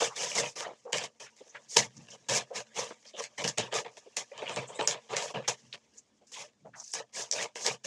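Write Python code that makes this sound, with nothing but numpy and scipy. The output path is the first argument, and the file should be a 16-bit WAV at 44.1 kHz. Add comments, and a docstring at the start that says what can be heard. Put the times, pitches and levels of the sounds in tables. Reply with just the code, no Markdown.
"""Scissors cut layered brown paper near a small microphone in a room, over a faint hiss and hum.
From the start the blades shear fibres with a bright hiss, the sheets crinkle, and the folds and table boom.
Creases and blade tips snap, single creases rustle and small stiff patches crackle in between.
The loudest cut and snap come together near 1.8 s; other strong ones follow, with faint handling in the gaps.
After a sparser stretch around 6 s the cutting picks up again and lasts almost to the end."""
import sys
import numpy as np
from scipy import signal
from scipy.fft import rfft, irfft, next_fast_len
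from scipy.io import wavfile
from scipy.ndimage import uniform_filter1d, map_coordinates

SR = 44100
rng = np.random.default_rng(int(sys.argv[2]) if len(sys.argv) > 2 else 0)


def generate_wav(signal):
    """Clip the signal to [-1, 1] and save it as 16-bit WAV at the path in sys.argv[1]."""
    frames = np.transpose(np.atleast_2d(signal))
    scaled = np.clip(frames, -1, 1) * 32767
    pcm = np.round(scaled).astype(np.int16)
    wavfile.write(sys.argv[1], SR, pcm)


def level_to_linear(level):
    """Convert decibel levels to linear amplitude factors, elementwise."""
    exponent = np.asarray(level, float) / 20
    return 10 ** exponent


N = 346846  # samples, about 7.9 s

# Strokes of blades and hand. Each row: start in seconds, length in seconds, force on the blade edge in dB,
# flexing of the bag in dB relative to that force, fade over the stroke in dB (negative swells).
STROKES = [(0.0, 0.075, -29, -4, 6), (0.151, 0.097, -36.5, -11.5, -4.5), (0.249, 0.24, -36.5, -8, 5),
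           (0.339, 0.067, -31.5, -8.5, -5), (0.39, 0.084, -34, -3.5, 7.5),
           (0.485, 0.078, -39.5, -13.5, 28.5), (0.553, 0.082, -39.5, -6.5, 3), (0.64, 0.14, -54, 11, 28.5),
           (0.92, 0.14, -36.5, -2, 7), (1.033, 0.038, -30.5, -3.5, 21), (1.196, 0.07, -39.5, -8, 13.5),
           (1.359, 0.041, -53, -15.5, 3), (1.54, 0.084, -74.5, 22.5, 15.5), (1.671, 0.076, -47, -27.5, -12),
           (1.744, 0.03, -44, -4, -8), (1.76, 0.099, -21, -8, 24.5), (1.846, 0.045, -49, 4.5, 23.5),
           (1.957, 0.11, -59.5, -6, 4), (2.074, 0.08, -60.5, -3.5, -3.5), (2.284, 0.094, -29.5, -8, -2.5),
           (2.368, 0.062, -32, 2, 20.5), (2.51, 0.045, -56, 0, -20), (2.553, 0.058, -34, -3, 12),
           (2.725, 0.048, -51.5, -2, -19), (2.778, 0.16, -33, -3, 25.5), (3.046, 0.062, -56.5, -6, 3.5),
           (3.135, 0.065, -55, 1, -16), (3.215, 0.047, -35.5, -9, 16.5), (3.376, 0.046, -39.5, -1, 2.5),
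           (3.435, 0.03, -31.5, -1.5, 7), (3.473, 0.084, -27.5, -6.5, 38.5), (3.572, 0.112, -35.5, 6, 23.5),
           (3.704, 0.03, -50.5, 7.5, -9), (3.742, 0.056, -32, -2.5, 4), (3.844, 0.047, -57, 16.5, 12.5),
           (3.966, 0.019, -52, -6.5, -1), (4.163, 0.059, -29, -6, 17), (4.311, 0.19, -65, 12.5, -11),
           (4.481, 0.08, -50.5, 12.5, 9), (4.562, 0.096, -41.5, 10.5, 20), (4.68, 0.22, -61.5, 8, -3),
           (4.786, 0.075, -44, 12.5, 13), (4.869, 0.063, -31.5, -3.5, 10.5), (4.934, 0.062, -52, 13, 18),
           (5.085, 0.065, -56, 14, -5), (5.157, 0.15, -33, -5.5, 11.5), (5.337, 0.12, -51.5, 17.5, 26),
           (5.475, 0.07, -25, -4.5, 26), (5.732, 0.041, -50.5, 0, 17), (5.925, 0.066, -65, -14, -5.5),
           (6.267, 0.041, -60.5, -25, -2), (6.317, 0.034, -44, -20.5, -1.5),
           (6.348, 0.073, -47.5, -8.5, -5.5), (6.431, 0.1, -50.5, -0.5, 32.5), (6.748, 0.16, -55, -29, -6),
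           (6.914, 0.033, -41, -27.5, -11), (6.944, 0.051, -39.5, -4, 3), (6.995, 0.033, -56, 18, 21),
           (7.117, 0.082, -44, -11, -11.5), (7.2, 0.11, -33, -8, 31.5), (7.298, 0.043, -48, -11.5, -11),
           (7.335, 0.098, -40.5, -3, -6), (7.443, 0.065, -43.5, 5, 29), (7.549, 0.18, -43, -11, -4.5),
           (7.644, 0.021, -36, -8.5, -2), (7.665, 0.08, -29.5, -3.5, 16.5),
           (7.829, 0.019, -42, -7.5, -13.5)]
# Faint handling between strokes. Each row: time in seconds, force on the blade edge in dB.
HANDLING = [(.13, -55), (.8, -68.5), (1.15, -74), (1.45, -64), (2.0, -66.5), (3.9, -64.5), (4.75, -63.5),
            (5.6, -64), (6.1, -78), (7.8, -73.5)]
# The hand pressing the bag onto the table. Each row: time of the peak in seconds, strength in dB.
PRESSES = [(.24, -67), (.39, -55), (.92, -58.5), (1.8, -48.5), (1.99, -55), (2.3, -49.5), (2.78, -62),
           (3.45, -49.5), (3.61, -51.5), (4.58, -51.5), (5.13, -67), (5.38, -52.5), (5.65, -65.5),
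           (6.66, -61), (7.69, -58.5)]
# Creases and blade tips snapping. Each row: start in seconds, relative strength in dB,
# flexing in dB relative to that strength.
SNAPS = [(0.2324, -23.5, 3.5), (0.3526, -17, -17), (0.9297, -11.5, -4), (0.9824, -19.5, -5.5),
         (1.7694, -0.5, -15.5), (2.2967, -12.5, -19), (3.2389, -23, -11), (3.4419, -21.5, 1),
         (3.477, -12.5, -21), (3.5825, -10, -11), (3.7256, -29.5, 4), (3.7406, -17, -17),
         (4.1676, -10.5, -19), (4.378, -35, 1), (4.4942, -30.5, 9), (4.561, -21, -7), (4.8745, -4, -20.5),
         (4.9104, -16, -9), (5.1346, -33.5, 10), (5.1665, -13.5, -6.5), (5.4775, -24, -4),
         (6.9366, -13, -15), (7.3128, -9, -33), (7.325, -15.5, -20), (7.5562, -31, 6.5),
         (7.6637, -5.5, -19.5)]
# Short pops of one fibre bundle or crease, with the room after them. Each row: start in seconds,
# level of each tone in dB, pitch of the lower tone in Hz.
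CRACKLES = [(0.028, -23, 2800), (0.316, -24.5, 2400), (0.459, -28, 2500), (3.167, -36, 3060),
            (4.317, -42, 2000), (4.4206, -33.5, 2200), (4.458, -36, 2100), (4.4665, -27, 2370),
            (4.4784, -27, 2730), (5.348, -29.5, 2400), (6.807, -31.5, 5990)]
# Single creases. Each row: start in seconds, relative level in dB, pitch in Hz, fading time in seconds,
# width as a fraction of the pitch.
RUSTLES = [(0.096, -40, 1050, 0.05, 0.2), (0.621, -35.5, 1100, 0.043, 0.4), (0.645, -38, 620, 0.1, 0.39),
           (0.848, -38, 475, 0.068, 0.077), (0.852, -44, 850, 0.09, 0.24), (1.201, -45.5, 474, 0.024, 0.14),
           (1.259, -46.5, 1970, 0.038, 0.5), (1.404, -42.5, 460, 0.026, 0.25),
           (1.405, -54, 3200, 0.02, 0.2), (1.462, -53, 500, 0.022, 0.23), (1.491, -48, 6260, 0.034, 0.068),
           (1.547, -37, 1800, 0.035, 0.34), (1.965, -46.5, 5900, 0.027, 0.15),
           (2.101, -41.5, 5970, 0.045, 0.15), (2.11, -49, 3060, 0.057, 0.071),
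           (2.124, -47.5, 517, 0.03, 0.18), (2.503, -37, 580, 0.05, 0.2), (2.904, -37, 584, 0.027, 1),
           (3.06, -45, 5200, 0.049, 0.15), (3.132, -45.5, 3200, 0.07, 0.1), (3.138, -42, 520, 0.03, 0.25),
           (3.376, -36.5, 2000, 0.036, 0.087), (3.81, -38, 520, 0.033, 0.2),
           (3.845, -42.5, 1980, 0.04, 0.08), (3.853, -39, 457, 0.024, 0.13), (4.059, -43, 490, 0.027, 0.19),
           (4.313, -36.5, 550, 0.022, 0.093), (4.421, -33, 574, 0.031, 0.41),
           (4.505, -43.5, 7900, 0.12, 0.1), (4.673, -43, 7440, 0.053, 0.11), (4.688, -45, 710, 0.079, 0.43),
           (4.741, -44, 7650, 0.072, 0.1), (4.791, -26.5, 580, 0.037, 0.52), (4.804, -40, 8000, 0.1, 0.05),
           (5.381, -32.5, 520, 0.036, 0.12), (5.437, -43, 2260, 0.037, .25),
           (5.727, -25, 3630, 0.0039, 0.22), (5.733, -36, 2800, 0.028, 0.73),
           (5.972, -41.5, 6700, 0.032, 0.11), (6.211, -56, 558, 0.034, 0.26), (6.35, -47, 950, 0.13, 0.15),
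           (6.33, -41, 2830, 0.11, 0.27), (6.647, -43.5, 600, 0.047, 0.34), (6.733, -47, 1700, 0.037, 0.27),
           (6.74, -49.5, 898, 0.13, 0.37), (6.798, -32, 6060, 0.014, 0.1), (6.839, -36, 6200, 0.014, 0.12),
           (6.876, -38, 6000, 0.01, 0.15), (6.917, -32, 6800, 0.006, 0.14), (7.31, -38, 570, 0.2, 0.15)]
# Resonances of the blade edge, the sheets, the hollow folds and the table.
# Each row: pitch in Hz, width in Hz, relative strength in dB.
EDGE_MODES = [(5260, 1390, -5), (6300, 1168, 1), (6910, 1483, -3)]
SHEET_MODES = [(1682, 260, -4), (2260, 408, -0.5), (2705, 1020, -0.5), (3760, 2220, -5.5)]
FOLD_MODES = [(466.4, 65.4, 4.5), (595, 45, 4), (700, 99, -1.5), (948, 100, 0), (1199, 130, -3)]
TABLE_MODES = [(60.06, 89, -15.5), (126.9, 17, 2), (197, 88, -4)]
# How long the room rings. Each row: frequency in Hz, time to fall by 60 dB in seconds.
ROOM_DECAY = [(300, 0.13), (2000, 0.28), (6000, 0.14), (12000, 0.038)]
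# Colour of the room hiss. Each row: frequency in Hz, relative level in dB.
HISS_COLOUR = [(35, -57), (60, -8.5), (178, -9.5), (227, -0.5), (353, -7.5), (504, -9.5), (1560, -20.5),
               (6310, -19), (12000, -31), (15600, -21), (17000, -120)]
# Response of the microphone. Each row: frequency in Hz, gain in dB.
MIC_RESPONSE = [(40, -7), (110, 3.5), (7500, -2.5), (9500, -7), (12000, -16.5), (15500, -31)]

# A stroke's onset time, how a swell changes it, and the steep fall at its end, as of a closing noise gate.
BITE_S, SWELL_S_PER_DB, GATE_DB_PER_S = 0.004, -0.0026, 677.5
HANDLING_FLEX_DB = -6.5
# The sheets take this share of the flexing (in dB) plus a little; the folds take all of it.
SHEET_SHARE, SHEET_DB = 0.72, 0.38
# A press builds and lets go; the folds by themselves load the table faintly.
PRESS_DB_PER_S, LIFT_DB_PER_S, LEAK_DB = 219.5, 130, -20


def cutting():
    """Breaking fibres drive the blade edge, the sheets, the folds and the table, each at its own strength."""
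    edge_force, sheet_force, fold_force = strokes()
    fine = fibres(rate=2200, spread_db=2.5, smooth_db=4.5, clump_db=2.0, clump_rate=40)
    coarse = fibres(rate=1100, spread_db=2.0, smooth_db=6.5, clump_db=2.0, clump_rate=70)
    push = fibres(rate=140, spread_db=2.5, smooth_db=5.5, clump_db=2.5, clump_rate=46)
    # a few tougher fibres tick through edge, sheets and folds at once
    ticks = fibres(rate=110, spread_db=3.0, smooth_db=-12, clump_db=3.5, clump_rate=15)
    edge = edge_force * (shifting(fine, depth_db=1.5, size=30) + 0.17 * ticks)
    sheets = sheet_force * shifting(coarse + 0.45 * ticks, depth_db=4.0, size=9)
    folds = fold_force * shifting(push + 0.38 * ticks, depth_db=2.5, size=3)
    load = weight(fold_force) * rng.standard_normal(N)
    boom = filtered(load, body(TABLE_MODES, low_hz=40, high_hz=310))
    return boom + parts(edge, sheets, folds)


def strokes():
    """Force on edge, sheets and folds: a stroke bites, fades or swells, and is cut off as by a noise gate."""
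    rest_s, rest_db = np.transpose(HANDLING)
    handling_db = np.interp(np.arange(N) / SR, rest_s, rest_db)
    force = flexed(handling_db, np.full(N, HANDLING_FLEX_DB))
    for start, length, db, flex_db, fade_db in STROKES:
        first = round(start * SR)
        t = np.arange(min(round((length + 0.04) * SR), N - first)) / SR
        # squaring drops the sign of this time: slight swells bite faster, stronger ones more softly
        bite_s = BITE_S + SWELL_S_PER_DB * max(-fade_db, 0)
        bite = np.tanh(t / bite_s) ** 2
        fall_db = fade_db * np.minimum(t / length, 1) + GATE_DB_PER_S * np.maximum(t - length, 0)
        stroke = flexed(db, flex_db)[:, None] * bite * level_to_linear(-fall_db)
        span = force[:, first:][:, :len(t)]
        span[:] = np.maximum(span, stroke)  # the stronger force wins
    return force


def flexed(db, flex_db):
    """Levels at the blade edge, the sheets and the folds for one strength and one amount of flexing."""
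    return level_to_linear(db + np.array([0 * flex_db, SHEET_DB + SHEET_SHARE * flex_db, flex_db]))


def fibres(rate, spread_db, smooth_db, clump_db, clump_rate):
    """Fibres breaking: rate clicks a second of uneven size over rubbing noise, in clumps; rms 1."""
    broken = rng.random(N) < rate / SR
    size_db = np.minimum(spread_db * rng.exponential(size=N), 4 * spread_db)
    clicks = unit(broken * rng.standard_normal(N) * level_to_linear(size_db))
    rubbing = level_to_linear(smooth_db) * rng.standard_normal(N)
    return unit((clicks + rubbing) * level_to_linear(clump_db * wobble(clump_rate)))


def wobble(rate):
    """A smooth random curve, rate knots a second."""
    return map_coordinates(rng.standard_normal(N // 50), [np.arange(N) * rate / SR])


def shifting(x, depth_db, size):
    """The paper keeps changing shape, so its resonant patches drift in pitch and time; rms 1."""
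    z = signal.stft(x, nperseg=1024)[2]
    # patches are size frequency bins high and two frames long
    field = uniform_filter1d(rng.standard_normal(z.shape), size, 0)
    field = uniform_filter1d(field, size=2, axis=1)
    field = unit(field - uniform_filter1d(field, 5 * size, 0))  # no broad change of tone
    return unit(signal.istft(z * level_to_linear(depth_db * field), nperseg=1024)[1][:N])


def weight(fold):
    """Load on the table: the presses, pulsing with the folds, over what the folds pass on by themselves."""
    peak_s, peak_db = np.transpose(PRESSES)[:, :, None]
    late = np.arange(0, N, 100) / SR - peak_s
    drop_db = np.maximum(-PRESS_DB_PER_S * late, LIFT_DB_PER_S * late)
    press_db = np.max(peak_db - drop_db, axis=0).repeat(100)[:N]
    pulse = unit(fold / uniform_filter1d(fold, size=6000)) ** 0.82
    return level_to_linear(press_db) * pulse + level_to_linear(LEAK_DB) * fold


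def parts(edge, sheets, folds):
    """Forces on the blade edge, the sheets and the folds, each through its resonances."""
    return (filtered(edge, body(EDGE_MODES, low_hz=4420, high_hz=12100))
            + filtered(sheets, body(SHEET_MODES, low_hz=1352, high_hz=3350))
            + filtered(folds, body(FOLD_MODES, low_hz=330, high_hz=1130)))


def body(modes, low_hz, high_hz):
    """Causal response of resonances that radiate only between two edges; unit impulse energy."""
    def raw(f):
        # neighbouring resonances have opposite signs
        rings = sum((-1) ** k * level_to_linear(db) * 1j * f * width / (hz * hz - f * f + 1j * f * width)
                    for k, (hz, width, db) in enumerate(modes))
        low_edge = (1j * f / (low_hz + 1j * f)) ** 2
        high_edge = 1 + 1.3j * f / high_hz - (f / high_hz) ** 2
        return rings * low_edge / high_edge

    energy = np.mean(abs(raw(np.arange(SR // 2))) ** 2)
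    return lambda f: raw(f) / np.sqrt(energy)


def filtered(x, response):
    """x times a complex response of frequency."""
    m = next_fast_len(N + SR // 2)
    return irfft(rfft(x, m) * response(np.fft.rfftfreq(m, 1 / SR)), m)[..., :N]


def along(points, hz):
    """Reads a table of frequencies and values on a log frequency axis."""
    f, v = np.transpose(points)
    return np.interp(np.log(hz + 1), np.log(f + 1), v)


def unit(x):
    """Scaled to rms 1."""
    return x / np.sqrt(np.mean(x ** 2) + 1e-20)


def snaps():
    """Each snap is a crack of a few ms, with its own room answer, that rings edge, sheets and folds."""
    drive, t = np.zeros((3, N + SR)), np.arange(400) / SR
    for start, db, flex_db in SNAPS:
        shape = level_to_linear(-60 * t / 0.011) * np.tanh(t / 0.0002)
        crack = 0.23 * unit(rng.standard_normal(len(t)) * shape)
        wet = in_room(crack, echo_db=-6)
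        strength = flexed(db, flex_db) * level_to_linear([-4, -3, -6])
        drive[:, round(start * SR):][:, :len(wet)] += strength[:, None] * wet
    return parts(*drive[:, :N])


def in_room(sound, echo_db):
    """A short sound followed by the room's answer to it."""
    wet = level_to_linear(echo_db) * np.convolve(sound, room(length=6000))
    wet[:len(sound)] += sound
    return wet


def room(length):
    """The room's answer swells in after the first walls, dies by band, and is cut short as by a noise gate."""
    hz, t, z = signal.stft(rng.standard_normal(length), SR, nperseg=128)
    decay = level_to_linear(-60 * t / along(ROOM_DECAY, hz)[:, None])
    tail = signal.istft(z * decay, SR, nperseg=128)[1][:length]
    t = np.arange(length) / SR
    gate = level_to_linear(-12 * (t / 0.049) ** 4)
    tail = tail * np.clip((t - 0.005) / 0.0027, 0, 1) * gate
    return tail / np.linalg.norm(tail)


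def crackles():
    """A crackle is a few cycles of a small stiff patch, two close tones, then the room."""
    out, t = np.zeros(N + SR), np.arange(1000) / SR
    for start, db, hz in CRACKLES:
        # about two cycles to rise, 36 cycles to fall by 60 dB
        shape = level_to_linear(db - 60 * t * hz / 36) * np.tanh(t * hz / 2)
        upper = np.sin(2 * np.pi * 1.2 * hz * t + rng.uniform(0, 2 * np.pi))
        pop = shape * (np.sin(2 * np.pi * hz * t) + upper)
        wet = in_room(pop, echo_db=-9)
        out[round(start * SR):][:len(wet)] += wet
    return out[:N]


def rustles():
    """Single creases flex or scrape: a brief grainy swell inside one resonance."""
    out = np.zeros(N + SR)
    for start, db, hz, length, width in RUSTLES:
        u = np.arange(4000) / SR / length
        b, a = signal.butter(2, [hz / (1 + width), hz * (1 + width)], "bandpass", fs=SR)
        # the noise changes strength every 100 samples
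        grain_db = 2.5 * rng.standard_normal(len(u) // 100).repeat(100)
        grain = rng.standard_normal(len(u)) * level_to_linear(grain_db)
        swell = np.tanh(6 * u) * np.exp(-u - u ** 4)
        out[round(start * SR):][:len(u)] += level_to_linear(db - 2.5) * unit(signal.lfilter(b, a, grain)) * swell
    return out[:N]


def background():
    """Room hiss of slowly changing level, and a wavering low hum made of noise in a narrow resonance."""
    hiss = unit(filtered(rng.standard_normal(N), lambda hz: level_to_linear(along(HISS_COLOUR, hz))))
    hum = unit(filtered(rng.standard_normal(N), body([(222, 3.7, 0)], low_hz=200, high_hz=260)))
    return level_to_linear(-78.5 + 1.5 * wobble(1.6)) * hiss + level_to_linear(-83) * hum


def scene():
    """Cutting, snaps, crackles, rustles and background at one microphone."""
    return (cutting() + snaps() + crackles() + rustles() + background())[None]


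def roll_off(x):
    """The treble ends steeply here."""
    return signal.sosfilt(signal.butter(12, 15770, fs=SR, output="sos"), x)


def record(dry):
    """A small microphone, strongest in the bass near 110 Hz and ever duller above 7.5 kHz."""
    mix = filtered(dry, lambda hz: level_to_linear(along(MIC_RESPONSE, hz)))
    return roll_off(mix)


dry = scene()
out = record(dry)
generate_wav(out)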